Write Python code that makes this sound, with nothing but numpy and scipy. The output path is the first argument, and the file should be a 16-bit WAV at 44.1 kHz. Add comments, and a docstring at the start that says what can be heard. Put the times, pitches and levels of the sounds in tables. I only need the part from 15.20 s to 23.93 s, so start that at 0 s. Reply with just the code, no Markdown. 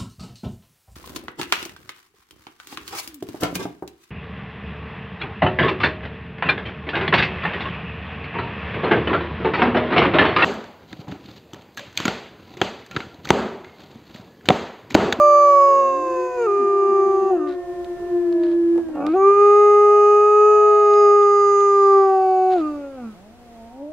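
"""In a fenced enclosure among trees, a wolf lying close by howls twice, breaking downward, then starting hoarse.
Its voice is a few strong tones, thin overtones shaped by the throat, pulsing breath noise and a growl.
Pack mates hold long notes that beat together; others answer from farther off, as simpler sums of tones.
Shaped noise makes ticks in dry litter, soft hisses (breath puffs and rustles), dull thuds and the quiet air.
A faint echo comes back from the trees."""
import sys
import numpy as np
from scipy import signal
from scipy.fft import rfft, irfft, next_fast_len
from scipy.io import wavfile
from scipy.ndimage import uniform_filter1d, map_coordinates

SR = 44100
rng = np.random.default_rng(int(sys.argv[2]) if len(sys.argv) > 2 else 0)


def transcribe(signal):
    """Save signal, clipped to [-1, 1], as a 16-bit WAV file at the path in sys.argv[1]."""
    frames = np.atleast_2d(signal).T
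    limited = np.clip(frames, -1, 1)
    pcm = np.round(limited * 32767).astype(np.int16)
    wavfile.write(sys.argv[1], SR, pcm)


N = 384880
TIME = np.arange(N) / SR


def amp(db):
    """Turn decibels into a plain multiplier."""
    return 10 ** (np.asarray(db) / 20)


def unit(x):
    """Scale a sound to an average strength (rms) of 1."""
    return x / np.sqrt(np.mean(x ** 2) + 1e-20)


def along(points, hz):
    """Read (pitch_hz, value) points on a log pitch axis, as hearing spaces pitch."""
    point_hz, values = np.transpose(points)
    return np.interp(np.log(hz + 1), np.log(point_hz + 1), values)


def curves(rows):
    """One value per sample for each column after the time."""
    start_s, *columns = np.transpose(rows)
    return [np.interp(TIME, start_s, column) for column in columns]


def gate(start_s, end_s, fade_s=0.083):
    """Open from start to end, with soft edges outside them."""
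    nearest_edge = np.minimum(TIME - start_s, end_s - TIME)
    return np.clip(nearest_edge / fade_s + 1, 0, 1) ** 2


def swell(start_s, length_s):
    """One rounded rise and fall."""
    return np.sin(np.pi * np.clip((TIME - start_s) / length_s, 0, 1))


def wobble(rate):
    """A smooth random curve, rate knots a second."""
    knots = rng.standard_normal(int(N * rate / SR) + 4)
    return map_coordinates(knots, [TIME * rate])


def drift_db(live, depth_db, rate):
    """A random swing of level over the live samples, rate knots a second joined by straight lines."""
    knots = rng.standard_normal(int(TIME[-1] * rate) + 2)
    return depth_db * np.interp(TIME[live] * rate, np.arange(len(knots)), knots)


def bell(hz, centre_hz, width_hz):
    """The shape of one resonance, 1 at its centre."""
    return np.exp(-((hz - centre_hz) / width_hz) ** 2)


def filtered(x, gain):
    """Make each frequency in x louder or softer by gain(hz)."""
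    size = next_fast_len(N + SR // 2)
    spectrum = rfft(x, size) * gain(np.fft.rfftfreq(size, 1 / SR))
    return irfft(spectrum, size)[..., :N]


def noise(colour):
    """Coloured noise of rms 1."""
    return unit(filtered(rng.standard_normal(N), lambda hz: amp(along(colour, hz))))


def partial(phase):
    """One pure tone, a sine of rms 1."""
    return np.sqrt(2) * np.sin(phase)


STEER_S = .04  # time in which a stray voice settles back on its note


def fold_phase(pitch, drift, jitter):
    """Vocal folds wander slowly and tremble quickly about the note, and keep settling back on it."""
    push = pitch * (drift * wobble(22) + jitter * wobble(260))
    stray = signal.lfilter([1], [1, -np.exp(-1 / (STEER_S * SR))], push)
    return 2 * np.pi * (np.cumsum(pitch) + stray) / SR


# pitch of the near wolf's two howls: start_s, pitch_hz
FIRST_PITCH = [(.01, 592.1), (.23, 579.7), (.4, 560.5), (.58, 549.7), (.94, 517.7), (1.16, 499.3),
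               (1.23, 468), (1.263, 449), (1.273, 409), (1.3, 404.3), (1.7, 395.5), (2.1, 386.8),
               (2.135, 365.8), (2.16, 342.1), (2.21, 304.9), (2.29, 295.5), (2.38, 282.3)]
SECOND_PITCH = [(3.75, 274.3), (3.82, 282), (3.87, 303), (3.925, 322.7), (3.96, 380.6), (4.08, 398),
                (4.19, 407), (4.39, 413.1), (4.91, 414.1), (5.29, 420.9), (6.5, 401.2), (6.76, 392.9),
                (6.9, 384.9), (7.05, 377.4), (7.33, 371.8), (7.36, 362), (7.42, 308.6), (7.7, 273.7),
                (7.75, 266.7), (7.87, 224), (7.95, 206)]
# level of their lowest tone, before rasp and fades: start_s, level_db
FIRST_LEVEL = [(0, -12.5), (.6, -19), (.82, -28), (1, -24), (1.14, -30), (1.21, -19.5), (1.449, -19),
               (1.8, -16.5), (2.14, -20.5), (2.3, -32), (2.38, -35)]
SECOND_LEVEL = [(3.75, -40.5), (3.86, -22), (3.95, -15.5), (3.985, -17), (4.081, -10.5), (4.15, -16.5),
                (4.22, -11.5), (4.95, -13), (5.1, -15), (5.22, -12.5), (5.602, -15), (5.85, -12),
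                (6.221, -16.5), (6.52, -16.5), (6.78, -12.5), (6.999, -20), (7.39, -19), (7.74, -42.5),
                (7.86, -30)]


def near_wolf():
    """Two howls from one throat, differing in brightness, breath and steadiness of the folds."""
    first = near_howl(FIRST_PITCH, FIRST_LEVEL, strong_db=-5.5, overtone_db=-50.5, breath_db=-48.5,
                      jitter=0.0024, low_register_db=-5.5, mouth_db=19, jaw_loss_db=9,
                      overtone_slack_db=1.5, crack_db=-7.5, bloom_db=2.5, strong_bloom_db=1)
    second = near_howl(SECOND_PITCH, SECOND_LEVEL, strong_db=-0.5, overtone_db=-50.0, breath_db=-51.5,
                       jitter=0.0012, low_register_db=-0.5, mouth_db=18.0, jaw_loss_db=16.5)
    return first + second


BREAK_HZ, BREAK_WIDTH_HZ = 425, 14  # the voice changes register here
FULL_DB = -13.5  # the lowest tone in full voice
RELEASE_S = 0.097  # a howl dies away over this time
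BLOOM_S = .35  # the overtones of a fresh howl settle over this time
# colour of the air rushing through the open mouth: pitch_hz, relative level_db (per Hz)
BREATH = [(300, -1), (1240, 7.5), (1820, -5), (2680, 4), (3320, -13), (5000, -2.5), (5750, -17.5),
          (6620, 3), (8250, -19.5), (15000, -26.5)]


def near_howl(pitches, levels, strong_db, overtone_db, breath_db, jitter, low_register_db, mouth_db,
              jaw_loss_db, follow=0.35, bright_follow=0.41, crack_db=-9, bloom_db=-13, strong_bloom_db=-6,
              twelfth_slack_db=-58, overtone_slack_db=-6, patchy_db=16, taut_hz=400, slack_db=-25):
    """Pitch and level drive three strong tones, a ladder of thin overtones, and air pulsing with the folds."""
    (pitch,), (level_db,) = curves(pitches), curves(levels)
    start_s, end_s = pitches[0][0], pitches[-1][0]
    sounding = gate(start_s, end_s) * np.clip((end_s - TIME) / RELEASE_S, 0, 1)
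    young = np.clip(1 - (TIME - start_s - GROWL_LENGTH_S) / BLOOM_S, 0, 1)
    crack, slack, rough = strain(pitch)
    high = np.clip((pitch - BREAK_HZ) / BREAK_WIDTH_HZ + .5, 0, 1)
    # everything above the lowest tone takes a share of its swells
    effort_db = level_db - FULL_DB
    bright_db = bright_follow * effort_db + low_register_db * (1 - high)
    phase = fold_phase(pitch, drift=0.0014, jitter=jitter * (1 + 10 * rough))
    # hoarse folds alternate strong and weak cycles and flutter irregularly
    rasp = rough * (0.42 * np.sin(phase / 2) + 1.1 * wobble(240))
    flutter = 1 + .012 * wobble(170)
    voice = amp(level_db) * partial(phase) * (1 + .3 * rasp)

    octave = amp(strong_bloom_db * young) * strong_partial(2, pitch, phase, high)
    twelfth = amp(twelfth_slack_db * slack) * strong_partial(3, pitch, phase, high)
    upper = (octave + twelfth) * amp(strong_db + follow * effort_db)

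    # slack, cracking or freshly started folds change the highest overtones most
    dull_db = slack_db * np.clip(1 - pitch / taut_hz, -.08, 1) + bloom_db * young
    treble_db = dull_db + crack_db * crack
    # the middle resonance weakens as the breath runs out
    jaw_db = JAW_DB - jaw_loss_db * ((TIME - start_s) / (end_s - start_s)) ** 2
    ladder = throat_ladder(sounding > 0, pitch, phase, slack, treble_db, mouth_db, jaw_db, patchy_db)
    growl_swell = swell(GROWL_START_S, GROWL_LENGTH_S)
    ladder_db = bright_db + overtone_db + overtone_slack_db * slack * (2 - growl_swell)
    upper = upper + amp(ladder_db) * ladder

    breath_level = amp(bright_db + breath_db + np.minimum(dull_db, 0))
    breath = breath_level * noise(BREATH) * (1 + .5 * np.cos(phase))
    return sounding * ((voice + upper * (1 + rasp)) * flutter + breath + growl(phase))


# peaks that the 2nd and 3rd tones glide through, below and above the break: pitch_hz, relative level_db
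LOW_REGISTER = [(450, -43.5), (560, -25.5), (615, -37.5), (680, -26.5), (735, -15.5), (762, -15),
                (785, -25), (802, -34.5), (827, -27.5), (880, -34), (1095, -48), (1150, -26.5), (1180, -16),
                (1260, -17)]
HIGH_REGISTER = [(900, -28.5), (1000, -23), (1120, -5.5), (1190, -9.5), (1450, -30), (1700, -44.5)]


def strong_partial(k, pitch, phase, high):
    """The kth tone swells and fades as the pitch carries it through the peaks of its register."""
    hz = k * pitch
    register_db = high * along(HIGH_REGISTER, hz) + (1 - high) * along(LOW_REGISTER, hz)
    # the throat spreads the phases of the tones, so the wave stays round
    return amp(register_db) * partial(k * phase + k * k)


MOUTH_HZ, MOUTH_WIDTH_HZ = 1205, 92  # the open mouth lifts whichever overtone glides through here
SHUT_START_S, SHUT_LENGTH_S, SHUT_SHARE = 7.47, 0.17, 0.85  # closing mouth; share of its resonance lost
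JAW_DB, JAW_WIDTH_HZ = 13, 315  # starting height and width of the middle resonance
NASAL_DB, NASAL_WIDTH_HZ = -13.5, 230  # depth and width of the nasal notch
SWAY_DB_PER_KHZ = .75
# fixed overtone colour of the throat: pitch_hz, relative level_db
THROAT = [(1000, -2), (1400, 11.5), (1660, 3), (2060, -4.5), (2470, -5), (2800, -4.5), (3300, -20.5),
          (3720, -14), (4160, -20), (4550, -16.5), (5000, -13), (5500, -26), (6200, -11.5), (6600, -4),
          (7250, -22.5), (8300, -31.5), (12000, -33.5)]
# two high throat resonances, open early in the first howl and late in the second:
# start_s, lower_centre_hz, lower_level_db, upper_level_db
RING = [(0, 4590, 9.5, 5.5), (.6, 5050, 8.5, 4.5), (1.7, 4900, 0.5, -1.5), (5.55, 4930, -4.5, 0),
        (5.8, 4970, 11, 0.5), (6.4, 4900, 10, 9), (6.95, 4660, 7, -14)]
# the middle resonance wanders as the tongue and jaw move: start_s, centre_hz
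JAW = [(0, 2110), (.7, 2580), (1.4, 2375), (2.14, 2650), (4, 2360), (4.6, 2240), (5.3, 2580), (6.2, 2090),
       (6.7, 1910), (7.1, 2540)]
# the nasal passage swallows a band, moving as the muzzle sinks: start_s, centre_hz
NASAL = [(1.7, 3140), (2.1, 2240), (3.93, 1900), (4.1, 3350), (6.35, 3300), (6.8, 2700), (6.97, 2270),
         (7.1, 1780)]


def throat_ladder(live, pitch, phase, slack, treble_db, mouth_db, jaw_db, patchy_db):
    """Thin overtones, each made louder or softer by the resonances of throat, mouth and nose."""
    table_curves = curves(RING) + curves(JAW) + curves(NASAL)
    ring_hz, ring_db, upper_ring_db, jaw_hz, nasal_hz = [curve[live] for curve in table_curves]
    mouth_open = 1 - SHUT_SHARE * np.clip((TIME[live] - SHUT_START_S) / SHUT_LENGTH_S, 0, 1)
    ladder = np.zeros(N)
    for k in range(4, 30):
        hz = k * pitch[live]
        throat_db = along(THROAT, hz) + treble_db[live] * np.clip(hz / 3000 - .6, 0, 1)
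        throat_db += mouth_db * mouth_open * bell(hz, MOUTH_HZ, MOUTH_WIDTH_HZ)
        throat_db += jaw_db[live] * bell(hz, jaw_hz, JAW_WIDTH_HZ)
        throat_db += ring_db * bell(hz, ring_hz, 320) + upper_ring_db * bell(hz, 6500, 700)
        throat_db += NASAL_DB * bell(hz, nasal_hz, NASAL_WIDTH_HZ)
        # overtones vary as the head sways (up to 5 kHz, more with pitch), and break up when folds go slack
        sway_db = drift_db(live, depth_db=SWAY_DB_PER_KHZ * np.minimum(hz / 1000, 5), rate=4.5)
        patches_db = slack[live] * drift_db(live, depth_db=patchy_db, rate=25)
        ladder[live] += amp(throat_db + sway_db + patches_db) * partial(k * phase[live] + k * k)
    return ladder


GROWL_START_S, GROWL_LENGTH_S = 3.75, 0.14  # the hoarse start of the second howl
GROWL_DB = -29.5  # level before its swell
GROWL_AIR = 0.0097  # rushing air against the slaps
GROWL_ATTACK_S = .0015
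# what each slap of the folds rings: pitch_hz, relative level_db, t60_s (time to fade by 60 dB)
GROWL_MODES = [(191, -17, .03), (556, -1.5, .024), (729, -2.5, 0.024), (1270, -15, 0.02),
               (2560, -26.5, .01)]


def growl(phase):
    """Loose folds slap shut on every second or third cycle, at random, and ring the throat."""
    cycles = np.flatnonzero(np.diff(phase // (2 * np.pi)) > 0)
    slaps = cycles[np.cumsum(rng.integers(2, 4, len(cycles) // 3)) - 1]
    drive = GROWL_AIR * rng.standard_normal(N)
    drive[slaps] += amp(2 * rng.standard_normal(len(slaps)))
    t = np.arange(SR // 20) / SR
    ring = sum(amp(db - 60 * t / t60) * np.sin(2 * np.pi * hz * t) for hz, db, t60 in GROWL_MODES)
    soft_ring = ring * (1 - np.exp(-t / GROWL_ATTACK_S)) ** 2
    envelope = swell(GROWL_START_S, GROWL_LENGTH_S) ** .33
    return amp(GROWL_DB) * envelope * unit(signal.fftconvolve(drive, soft_ring)[:N])


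TAUT_HZ = 370  # below this pitch the folds are slack
GLIDE_HZ_PER_S = 680  # a glide this fast makes the voice crack fully
CRACK_ROUGH, SLACK_ROUGH, GROWL_ROUGH = .17, .4, .4  # roughness from each cause


def strain(pitch):
    """Fast glides crack the voice and low notes slacken the folds; these and the growl roughen it (0-1)."""
    glide = uniform_filter1d(np.abs(np.gradient(pitch)) * SR, size=900)
    crack = np.clip(glide / GLIDE_HZ_PER_S, 0, 1) ** 2
    slack = np.clip(1 - pitch / TAUT_HZ, 0, 1)
    growl_rough = GROWL_ROUGH * np.sqrt(swell(GROWL_START_S, GROWL_LENGTH_S))
    rough = np.clip(CRACK_ROUGH * crack + SLACK_ROUGH * slack + growl_rough, 0, 1)
    return crack, slack, rough


def mate(pitch, db, colour, jitter, even_db=-28, follow=1, count=10):
    """A howl under a fixed throat colour; overtones take a share (follow) of each swell away from even_db."""
    phase = fold_phase(pitch, drift=.002, jitter=jitter)

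    def harmonic(k):
        """The kth tone, as loud as the throat lets it through."""
        return amp(along(colour, k * pitch)) * partial(k * phase)

    overtones = sum(harmonic(k) * amp(2.1 * wobble(7.5)) for k in range(2, count + 1))
    overtone_db = even_db + follow * (db - even_db)
    return amp(db) * harmonic(1) + amp(overtone_db) * overtones


# pitch of a nearby mate: start_s, pitch_hz
STEADY_PITCH = [(0, 354), (.5, 352.9), (.85, 360.2), (1.3, 360.8), (1.5, 354.1), (2.2, 351.6), (2.6, 348.6),
                (3, 344.3), (3.65, 272.1)]
# its throat colour: pitch_hz, relative level_db
STEADY_COLOUR = [(345, 5), (705, -0.8), (1055, -16.5), (4000, -51)]


def steady_mate(level_db=-39.0, release_s=0.39, release_db_per_s=110):
    """One long note, already under way, that sags and fades at its end."""
    end_s = STEADY_PITCH[-1][0]
    db = level_db - release_db_per_s * np.maximum(TIME - end_s + release_s, 0)
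    return gate(0, end_s) * mate(*curves(STEADY_PITCH), db, STEADY_COLOUR, jitter=.004)


# pitch of a second mate, for a while only a few Hz away, so that the two throb: start_s, pitch_hz
JOINING_PITCH = [(.5, 222.1), (.7, 261.2), (.88, 335.4), (1.02, 362.6), (1.4, 365), (1.8, 365.3),
                 (2.2, 363.9), (2.55, 357.7), (2.9, 353.8), (3.15, 343.4), (3.6, 338.2), (3.78, 297)]
# it joins in softly and then sings out, before its throat colour: start_s, level_db
JOINING_LEVEL = [(.5, -56), (1, -25.5), (1.25, -34), (1.8, -23.5), (2.2, -23.5), (2.6, -34.5),
                 (2.86, -30.5), (2.93, -20.3), (3.57, -18), (3.65, -35), (3.78, -29.5)]
# its throat colour: pitch_hz, relative level_db
JOINING_COLOUR = [(352, 1.5), (690, -23), (1040, -30.5), (1410, -42), (1760, -23.5), (2120, -59)]


def joining_mate():
    """Slides up to nearly the same note, beats against it, and drops off."""
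    voice = mate(*curves(JOINING_PITCH), *curves(JOINING_LEVEL), JOINING_COLOUR, jitter=0.0025, follow=0.085)
    return gate(JOINING_PITCH[0][0], JOINING_PITCH[-1][0]) * voice


# a low moan near the end, before its throat colour: start_s, pitch_hz, level_db of the lowest tone
MOAN = [(7.95, 166.2, -56.5), (8.063, 209, -52), (8.16, 245.7, -56.5), (8.428, 225.4, -49),
        (8.494, 232.2, -54.5), (8.624, 285.7, -35.5), (8.727, 315, -41.5)]
# its throat colour: pitch_hz, relative level_db
MOAN_COLOUR = [(245, 4), (465, -9), (600, 0), (715, 3.5), (915, -22), (1210, -45), (2520, -62)]


def moaning_mate():
    """A low, unsteady voice whose folds tremble more than the other mates'."""
    voice = mate(*curves(MOAN), MOAN_COLOUR, jitter=0.009)
    return gate(MOAN[0][0], MOAN[-1][0], fade_s=0.059) * voice


# short falling whimpers: start_s, length_s, start_hz, end_hz, peak level_db
WHIMPERS = [(1.371, 0.089, 312, 221, -33), (1.663, 0.077, 283, 206, -39), (1.84, 0.064, 250, 216, -42.5),
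            (2.001, 0.07, 250, 199, -43), (2.768, 0.15, 424, 375.5, -41.5), (5.858, 0.19, 655, 440, -48.5)]


def whimpers():
    """Short pure notes that fall in pitch."""
    out = np.zeros(N)
    for start_s, length_s, start_hz, end_hz, db in WHIMPERS:
        pitch = np.interp(TIME, [start_s, start_s + length_s], [start_hz, end_hz])
        phase = 2 * np.pi * np.cumsum(pitch) / SR
        out += amp(db) * swell(start_s, length_s) * partial(phase)
    return out


# howls from farther off: start_s, length_s, start_hz, end_hz, level_db (about which it wavers)
FAR = [(-.2, 1.63, 415, 386, -46.5), (8.332, 0.38, 900, 953, -54), (0.852, 1.43, 957, 912, -50.5),
       (1.9, 1.06, 540, 554, -52), (3.397, 0.84, 242, 273.6, -45), (4.143, 1.12, 669, 650, -40.5),
       (5.19, 0.78, 670, 656, -33.5)]


def far_howls():
    """Of the distant wolves only the strongest tone carries."""
    out = np.zeros(N)
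    for start_s, length_s, start_hz, end_hz, db in FAR:
        pitch = np.interp(TIME, [start_s, start_s + length_s], [start_hz, end_hz])
        tone = partial(fold_phase(pitch, drift=0.0018, jitter=0.003))
        out += amp(db + wobble(7.4)) * np.sqrt(swell(start_s, length_s)) * tone
    return out


# ticks in the dry litter: start_s, level_db before the common tick_db
TICKS = [(2.6456, -36), (3.1257, -34), (3.2353, -35.5), (3.8657, -25), (5.7375, -30.5), (6.0284, -34.5),
         (6.405, -34)]
# soft hisses, breath puffs of the wolf and rustles: start_s, length_s, level_db
HISSES = [(2.264, .1, -48), (3.178, .2, -53.5), (3.85, 0.14, -52.5), (7.292, 0.065, -43.5),
          (7.345, 0.087, -47.5)]
# dull thuds, a chuff of the wolf, the growl's onset and scuffs: start_s, level_db
THUDS = [(3.557, -36.5), (3.579, -32.5), (3.686, -37), (3.754, -32), (4.1, -35)]
# noise colours of ticks with hisses, and of thuds: pitch_hz, relative level_db
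TICK_COLOUR = [(500, -8.5), (1500, 3), (2600, -3.5), (4000, -1), (6000, -19), (15000, -37)]
THUD_COLOUR = [(100, -22.5), (520, 0.5), (900, -9), (2000, -32), (6000, -53.5)]


def small_noises(tick_db, tick_t60, thud_t60, grain_db):
    """Noise bursts that start sharply (ticks, dull thuds) or swell with a grainy flicker (soft hisses)."""

    def bursts(rows, t60):
        """Sudden starts that die away by 60 dB in t60 seconds."""
        return sum(amp(db - 60 * np.abs(TIME - s) / t60) * (TIME >= s) for s, db in rows)

    ticks = amp(tick_db) * bursts(TICKS, tick_t60)
    grain = unit(amp(grain_db * wobble(350)))
    hisses = sum(amp(db) * swell(start_s, length_s) for start_s, length_s, db in HISSES) * grain
    return (ticks + hisses) * noise(TICK_COLOUR) + bursts(THUDS, thud_t60) * noise(THUD_COLOUR)


def scatter(x, t60):
    """Fence and ground scatter the treble, which reaches the two ears in opposite phase."""
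    t = np.arange(SR // 20) / SR
    taps = rng.standard_normal(len(t)) * amp(-60 * t / t60)
    early = signal.fftconvolve(x, taps / np.linalg.norm(taps))[:N]
    treble = [(430, -32.0), (1230, -16.5), (2300, -5), (6450, -4.0)]  # pitch_hz, level_db
    side = filtered(early, lambda hz: amp(along(treble, hz)))
    return np.array([side, -side])


# how long the echo lasts: pitch_hz, t60_s (time to fade by 60 dB)
TREES = [(300, 1), (2000, 1), (8000, 0.011)]


def echo(x):
    """A diffuse tail of fading noise from the trees, different for each ear."""
    hz, t, cells = signal.stft(rng.standard_normal((2, SR)), SR, nperseg=256)
    fading = cells * amp(-60 * t / along(TREES, hz)[:, None])
    tail = signal.istft(fading, SR, nperseg=256)[1]
    return signal.fftconvolve(x[None], tail / np.linalg.norm(tail[0]), axes=1)[:, :N]


# colour of the air: pitch_hz, relative level_db (per Hz)
AIR = [(25, -3.5), (70, 1), (150, -7.5), (400, -5.5), (1800, -18), (9000, -30.5), (15000, -35.5)]
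# its level, about which it wavers: start_s, level_db
AIR_DB = [(0, -55.5), (3.3, -46.5), (4.7, -51), (6.6, -51), (7.7, -49.5), (8.7, -51.5)]
# how alike left and right are: pitch_hz, likeness (1 same, 0 unrelated, below 0 opposed)
ALIKE = [(60, 0.53), (240, 0.76), (950, 0.78), (3770, -0.27)]


def air():
    """Quiet outdoor rumble and hiss: a shared and an opposed noise mixed to set the ears' likeness."""
    turn = lambda hz: np.arccos(np.clip(along(ALIKE, hz), -1, 1)) / 2
    mid = filtered(noise(AIR), lambda hz: np.cos(turn(hz)))
    side = filtered(noise(AIR), lambda hz: np.sin(turn(hz)))
    return amp(curves(AIR_DB)[0] + 1.5 * wobble(4.8)) * np.array([mid + side, mid - side])


# balance of the direct sound: pitch_hz, left_minus_right_db
LEAN = [(60, -3), (150, -2.5), (380, 1.5), (950, 0), (2380, -4), (5980, 4), (15000, -1.5)]


def scene():
    """The near wolf and its pack, heard directly, off the fence and from the trees."""
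    near = near_wolf() + small_noises(tick_db=-4.5, tick_t60=0.019, thud_t60=0.17, grain_db=4.0)
    pack = steady_mate() + joining_mate() + moaning_mate() + far_howls() + whimpers()
    both_ears = lambda hz: amp(np.array([along(LEAN, hz), -along(LEAN, hz)]) / 2)
    direct = filtered(near + pack, both_ears)
    # the pack sends more of its sound by way of the trees
    echoes = echo(amp(-28) * near + amp(-16.5) * pack)
    return direct + scatter(near + pack, t60=0.01) + echoes + air()


TOP_HZ = 15700


def record(dry):
    """Nothing at or above TOP_HZ is kept."""
    return filtered(dry, lambda hz: hz < TOP_HZ)


dry = scene()
out = record(dry)
transcribe(out)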